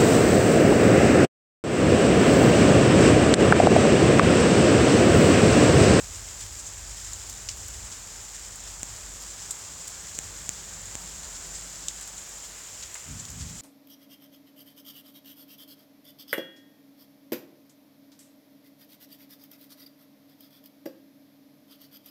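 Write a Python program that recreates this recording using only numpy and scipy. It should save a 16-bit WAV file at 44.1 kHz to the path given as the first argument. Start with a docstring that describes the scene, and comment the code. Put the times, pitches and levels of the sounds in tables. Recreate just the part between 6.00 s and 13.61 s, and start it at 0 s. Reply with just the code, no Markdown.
"""Steady rain in a walled courtyard, heard from a phone held over a tiled roof, its microphone port
ringing near 7 kHz. From the start, countless far drops merge into a wash, nearer ones patter, and
something drones low in the distance. From 0.6 s single drops splat on leaves and smack on the tiles;
between 2.8 and 5 s four tap the phone itself. Splashing swells as the phone turns to face the open
yard at 6.7 s, and just after 7 s a gust brushes the microphone."""
import sys
import numpy as np
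from scipy import signal
from scipy.fft import rfft, irfft, next_fast_len
from scipy.io import wavfile
from scipy.ndimage import map_coordinates

SR = 44100
rng = np.random.default_rng(int(sys.argv[2]) if len(sys.argv) > 2 else 0)


def generate_wav(sig):
    """Save sig (samples, or channels by samples) to the path in sys.argv[1] as 16-bit PCM at SR."""
    pcm = np.round(np.clip(np.atleast_2d(sig).T, -1, 1) * 32767).astype(np.int16)
    wavfile.write(sys.argv[1], SR, pcm)


N = 335601
TIME = np.arange(N) / SR
TOP_HZ = 17100

# strength of the rain: (time [s], relative level of far wash [dB], relative level of near patter [dB])
RAIN = [(0, -53, -38), (0.6, -54.5, -38.5), (2.7, -54, -40.5), (3.7, -53, -40), (4.8, -52.5, -43),
        (5.6, -52.5, -39), (6.6, -54.5, -42), (7.6, -55.5, -42)]


def undb(db):
    """Amplitude ratio: tenfold for every 20 dB."""
    return 10 ** (np.asarray(db) / 20)


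def curve(table, column=1):
    """Gain envelope, interpolated linearly in decibels over time."""
    rows = np.array(table)
    return undb(np.interp(TIME, rows[:, 0], rows[:, column]))


def unit(x):
    """Normalisation to unit mean power."""
    return x / np.sqrt(np.mean(x ** 2))


def with_energy(x, db):
    """Normalisation of a transient to a total energy, the sum of its squares."""
    return x * undb(db) / np.sqrt(np.sum(x ** 2))


def colour(x, points):
    """Minimum-phase filter through (frequency [Hz], gain [dB]) points."""
    hz, db = np.transpose(points)
    size = next_fast_len(len(x) + 8192, True)
    freqs = np.maximum(np.arange(size // 2 + 1) * SR / size, 1)
    gain = undb(np.interp(np.log(freqs), np.log(hz), db))
    cepstrum = irfft(np.log(gain), size)
    cepstrum[1:size // 2] *= 2  # folding onto positive time makes the filter causal
    cepstrum[size // 2 + 1:] = 0
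    return irfft(rfft(x, size) * np.exp(rfft(cepstrum)), size)[:len(x)]


def band(x, hz, q):
    """Second-order resonator of quality factor q, with unit gain at its centre."""
    w = 2 * np.pi * min(hz, TOP_HZ) / SR
    a = np.sin(w) / (2 * q)
    return signal.lfilter([a, 0, -a], [1 + a, -2 * np.cos(w), 1 - a], x)


def walk(per_s):
    """Slow random modulation: a spline through Gaussian values, with a spread near 1."""
    knots = rng.standard_normal(1024)
    return map_coordinates(knots, [TIME * per_s], order=3, mode="wrap")


def shower(per_s, spread_db, cap_db):
    """Poisson process of impacts, most of them small; the nearest possible drop sets the cap."""
    falls = rng.random(N) < per_s / SR
    size = undb(np.minimum(spread_db * rng.exponential(size=N), cap_db))
    return falls * size * np.sign(rng.standard_normal(N))


def spray(decay_s, rise_s):
    """Droplets thrown off by an impact: grainy noise with an exponential decay."""
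    t = TIME[:4096]
    grains = rng.standard_normal(len(t)) * undb(6.4 * rng.standard_normal(len(t)))
    return grains * (1 - np.exp(-t / rise_s)) * np.exp(-t / decay_s)


def add(out, start_s, sound):
    """Superposition of a transient at its onset time."""
    i = max(int(start_s * SR), 0)
    out[i:i + len(sound)] += sound[:max(N - i, 0)]


def facing_yard(faced_s=6.74, turn_s=1):
    """Orientation: how squarely the phone faces the open yard, 0 to 1, a Gaussian in time."""
    return np.exp(-((TIME - faced_s) / turn_s) ** 2)


def far_wash(flicker_db=0.85, wall_delay_s=0.0033, wall_gain=0.05):
    """Far impacts on trees and ground sum incoherently into noise, which the house wall reflects."""
    # spectrum of far rain: (frequency [Hz], gain [dB])
    spectrum = [(60, -18), (270, -1.5), (550, 0), (900, 0), (1300, -0.5), (1700, 0.44), (2600, -4.5),
                (4200, -1), (5200, -2.5), (7200, -1.5), (9000, -5), (11000, -6), (16000, -7.5)]
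    direct = 0
    for hz in 250 * 2. ** np.arange(7):
        impacts = unit(shower(5000, 2.45, 15.6)) + rng.standard_normal(N)
        edges = [hz / np.sqrt(2) if hz > 250 else 60, min(hz * np.sqrt(2), 20000)]
        octave = signal.sosfilt(signal.butter(3, edges, "bandpass", fs=SR, output="sos"), impacts)
        # fine spray is made of many more droplets, so the treble wavers less
        direct = direct + octave * undb(flicker_db * min(1, 2500 / hz) * walk(11))
    echo = np.interp(TIME - wall_delay_s, TIME, direct)
    return unit(colour(direct + wall_gain * echo, spectrum)) * curve(RAIN, column=1) * undb(7.0)


def patter(clump_db=1.5, facing_db=-0.5):
    """Shot noise of drops on leaves: ticks and spray that recede slightly as the phone faces the yard."""
    # spectrum of near rain: (frequency [Hz], gain [dB])
    spectrum = [(300, -28.5), (1200, -6.5), (2700, -4.5), (3300, -2), (4300, -5), (5000, 4), (6200, -3.5),
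                (7200, -3.5), (9000, -0.5), (11000, -9), (16000, -11)]
    ticks = unit(shower(1600, 2.05, 11.0))
    decay = np.exp(-1 / (0.0069 * SR))
    spray_power = signal.lfilter([1], [1, -decay], shower(110, 2.6, 9.8) ** 2)
    bursts = np.sqrt(spray_power) * rng.standard_normal(N)
    drops = (ticks + undb(-1.0) * unit(bursts)) * undb(clump_db * walk(20))
    return unit(colour(drops, spectrum)) * curve(RAIN, column=2) * undb(-8.0 + facing_db * facing_yard())


def puddles(away_db=-63.5, facing_db=11):
    """Shot noise of drops slapping the wet open ground, louder as the phone faces it."""
    # spectrum of the slaps: (frequency [Hz], gain [dB])
    spectrum = [(400, -27), (1200, -23), (2000, 1), (3200, 4.5), (4500, -18), (7200, -23), (10000, 3),
                (16000, -5)]
    slaps = unit(shower(2500, 6.2, 15))
    return unit(colour(slaps, spectrum)) * undb(away_db + facing_db * facing_yard())


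def plips():
    """Sparse impacts excite damped resonances: dull knocks on the tiles, sharp ticks close by."""
    knocks = sum(band(shower(11, 6.6, 8.7), hz, q=3.0) for hz in np.geomspace(800, 2400, 6))
    ticks = band(shower(39, 2.8, 7.4), 11400, q=1.3)
    return undb(-65.0) * unit(knocks) + undb(-69) * unit(ticks)


def small_drips(per_s=6, energy_db=-26, spread_db=4.0, low_hz=7500, high_hz=14000):
    """Light drips fall at random from eaves and branches, each a band-limited impulse with spray."""
    out, blow = np.zeros(N), signal.unit_impulse(4096)
    for when, pitch, size in rng.random((int(per_s * N / SR), 3)):
        drip = blow + with_energy(spray(0.006, .002), 0)
        hz = low_hz * (high_hz / low_hz) ** pitch
        db = energy_db + spread_db * (2 * size - 1)
        add(out, when * N / SR, with_energy(band(drip, hz, q=1.7), db))
    return out


def drone(hz=47.96, waver=0.0453):
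    """A distant tone and its second harmonic, randomly modulated in frequency and amplitude."""
    # strength of the drone: (time [s], relative level [dB])
    levels = [(0, -48), (0.2, -47), (0.38, -52.5), (0.85, -45), (1.45, -49.5), (2.0, -53.5), (3.25, -49),
              (3.67, -61), (4.6, -50.5), (5.9, -52.5), (6.6, -61.5)]
    phase = 2 * np.pi * np.cumsum(hz * (1 + waver * walk(7))) / SR
    tone = (np.sin(phase) + 0.18 * np.sin(2 * phase)) * undb(2.2 * walk(12))
    return undb(-3.0) * unit(tone) * curve(levels)


def rumble():
    """Low-frequency noise around the drone, slowly modulated in amplitude."""
    # spectrum of the rumble: (frequency [Hz], gain [dB])
    spectrum = [(30, -31), (48, -3), (68, 5), (82, 0), (98, 3), (112, -2.5), (130, -11), (250, -25)]
    # strength of the rumble: (time [s], relative level [dB])
    levels = [(0, -48), (0.7, -50.5), (1.85, -48.5), (2.05, -57), (2.9, -52.5), (3.8, -59), (4.2, -53),
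              (5.3, -56), (6.4, -62.5), (6.9, -59.5)]
    return undb(0.5) * unit(colour(rng.standard_normal(N), spectrum)) * curve(levels)


def yard_resonance(level_db=-61.5, growth=3.2):
    """The yard's hollow resonance, driven by noise, swells as a power law of the far wash."""
    # response of the yard: (frequency [Hz], gain [dB])
    response = [(90, -28), (135, -1), (160, 0.5), (200, 0), (228, -30), (255, -7.5), (300, -21.5),
                (600, -29)]
    hollow = unit(colour(rng.standard_normal(N), response))
    return undb(level_db) * hollow * unit(curve(RAIN)) ** growth


def splats():
    """Fat drips break up on impact, spreading their energy over a short, soft burst of noise."""
    # drips on leaves and wet ground: (time [s], energy [dB], nominal frequency [Hz])
    drips = [(0.59, -17, 7800), (0.664, -16, 6400), (1.044, -15.5, 5700), (1.599, -20, 5900),
             (1.917, -17, 4800), (3.301, -19, 6300), (4.146, -15.5, 7000), (4.732, -18.5, 6500),
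             (5.233, -18, 5600), (5.35, -16.5, 5600), (5.548, -17.5, 6700), (6.074, -19, 7450),
             (6.179, -17, 6200), (6.824, -12.5, 4340), (7.191, -15, 6250), (7.407, -15, 4500)]
    out = np.zeros(N)
    for start_s, db, hz in drips:
        burst = spray(0.018, 0.0013)
        for _ in range(2):
            burst = band(burst, 0.97 * hz, q=0.81)
        add(out, start_s, with_energy(burst, db))
    return out


def tile_drops(rebound_s=.0031, rebound_db=-3, spray_db=-1.0, ring_db=-3, ring_growth=0.78):
    """Impact excitation: a drop smacks as it flattens, splashes again, sprays and rings the tile."""
    # drops on near tiles: (time [s], click energy [dB], centre [Hz], relative splash energy [dB])
    drops = [(0.5914, -22, 9200, -27), (1.1332, -14.5, 6460, -18.5), (1.2955, -20, 9300, -13.5),
             (1.4883, -9, 4380, -8), (1.5709, -24, 9600, -21.4), (1.6835, -15, 10700, -25),
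             (2.5579, -21, 14100, -20), (3.2219, -20, 10000, -20), (3.508, -11.5, 7370, -9.5),
             (3.8774, -15, 8400, -13.5), (4.8564, -24, 6740, -24), (5.8842, -8.5, 5630, -13),
             (6.01, -20, 8500, -17), (6.0765, -19, 10700, -27), (6.9432, -19, 6800, -19),
             (6.9539, -18.5, 1800, -16), (7.253, -17, 7200, -27), (7.3025, -19, 10200, -22)]
    # spectrum of a smack: (multiple of the centre frequency [1], gain [dB])
    smack_shape = [(.05, -23), (.25, -37), (.5, -2), (.75, -6.5), (1.1, 3.5), (1.45, -2), (2, -8.5),
                   (3, -16)]
    out, blow = np.zeros(N), signal.unit_impulse(4096)
    heaviest_db = max(row[1] for row in drops)
    for start_s, click_db, hz, splash_db in drops:
        wet = [(hz * multiple, db) for multiple, db in smack_shape]
        smack = .5 * blow + with_energy(spray(0.00014, 0.00021), 0)
        add(out, start_s, with_energy(colour(smack, wet), click_db))
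        delay_s = rebound_s * rng.uniform(1.0, 1.1)
        rebound = colour(spray(0.00028, 0.00019), wet)
        add(out, start_s + delay_s, with_energy(rebound, splash_db + rebound_db))
        droplets = colour(spray(0.018, 0.00067), wet)
        add(out, start_s, with_energy(droplets, splash_db + spray_db))
        # two tile modes, prominent only under heavy drops
        ring = band(blow, 0.69 * hz, q=51) + band(blow, 0.64 * hz, q=26)
        add(out, start_s, with_energy(ring, click_db + ring_db + ring_growth * (click_db - heaviest_db)))
    return out


def case_taps(thump_gain_db=2.0):
    """Impulse response of the phone's case to a drop: a hollow click and a heavily damped thump."""
    # drops on the case: (time [s], click energy [dB], relative thump energy [dB], click centre [Hz])
    drops = [(2.8315, -9.5, -15.5, 7360), (4.1888, -8, -16.5, 6500), (4.4922, -6, -16, 7350),
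             (4.9535, -13, -17, 4800)]
    # response of the case: (frequency [Hz], gain [dB])
    response = [(100, -6), (550, -1), (1000, -2), (1700, 0.5), (2600, -3), (4300, -14.5), (6000, -7),
                (7200, -5.5), (9000, -7), (12500, -19), (14800, -2.5), (17000, -8)]
    out, blow = np.zeros(N), signal.unit_impulse(1024)
    for start_s, click_db, thump_db, hz in drops:
        click = colour(band(blow, hz, q=0.6), response)
        thump = band(blow, 155, q=0.7) + 0.32 * band(blow, 560, q=5.6)
        add(out, start_s, with_energy(click, click_db))
        add(out, start_s, with_energy(thump, thump_db + thump_gain_db))
    return out


def gust(release_s=0.14):
    """Turbulent pressure on the microphone: low noise in puffs that build, hold and die away."""
    # puffs of wind: (start [s], rise [s], hold [s], level [dB])
    puffs = [(7.047, 0.053, .02, -42), (7.27, 0.11, .12, -43.5)]
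    # spectrum of the buffeting: (frequency [Hz], gain [dB])
    spectrum = [(25, -34), (50, -2), (75, -1), (140, -2.5), (200, -8), (265, -10.5), (320, -25.5),
                (700, -40)]
    envelope = np.zeros(N)
    for start_s, rise_s, hold_s, db in puffs:
        age = TIME - start_s
        release = np.exp(-np.maximum(age - rise_s - hold_s, 0) / release_s)
        envelope += undb(db) * np.clip(age / rise_s, 0, 1) * release
    return unit(colour(rng.standard_normal(N), spectrum)) * envelope


def scene():
    """Linear superposition of the rain and the low sounds, in one channel."""
    steady_rain = far_wash() + patter() + puddles() + plips() + small_drips()
    close_drops = tile_drops() + splats() + case_taps()
    return (steady_rain + close_drops + drone() + rumble() + yard_resonance() + gust())[None]


def record(dry):
    """Resonance of the microphone port lifts the treble near 7 kHz; a steep low-pass cuts the top."""
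    # response of the port: (frequency [Hz], gain [dB])
    response = [(20, 3), (3000, -0.5), (5000, -0.5), (6300, 6), (7250, 12.5), (8000, 7), (9200, -5),
                (17000, -7.5)]
    low_pass = signal.ellip(10, .2, 70, TOP_HZ, fs=SR, output="sos")
    return signal.sosfilt(low_pass, colour(dry[0], response))[None]


dry = scene()
out = record(dry)
generate_wav(out)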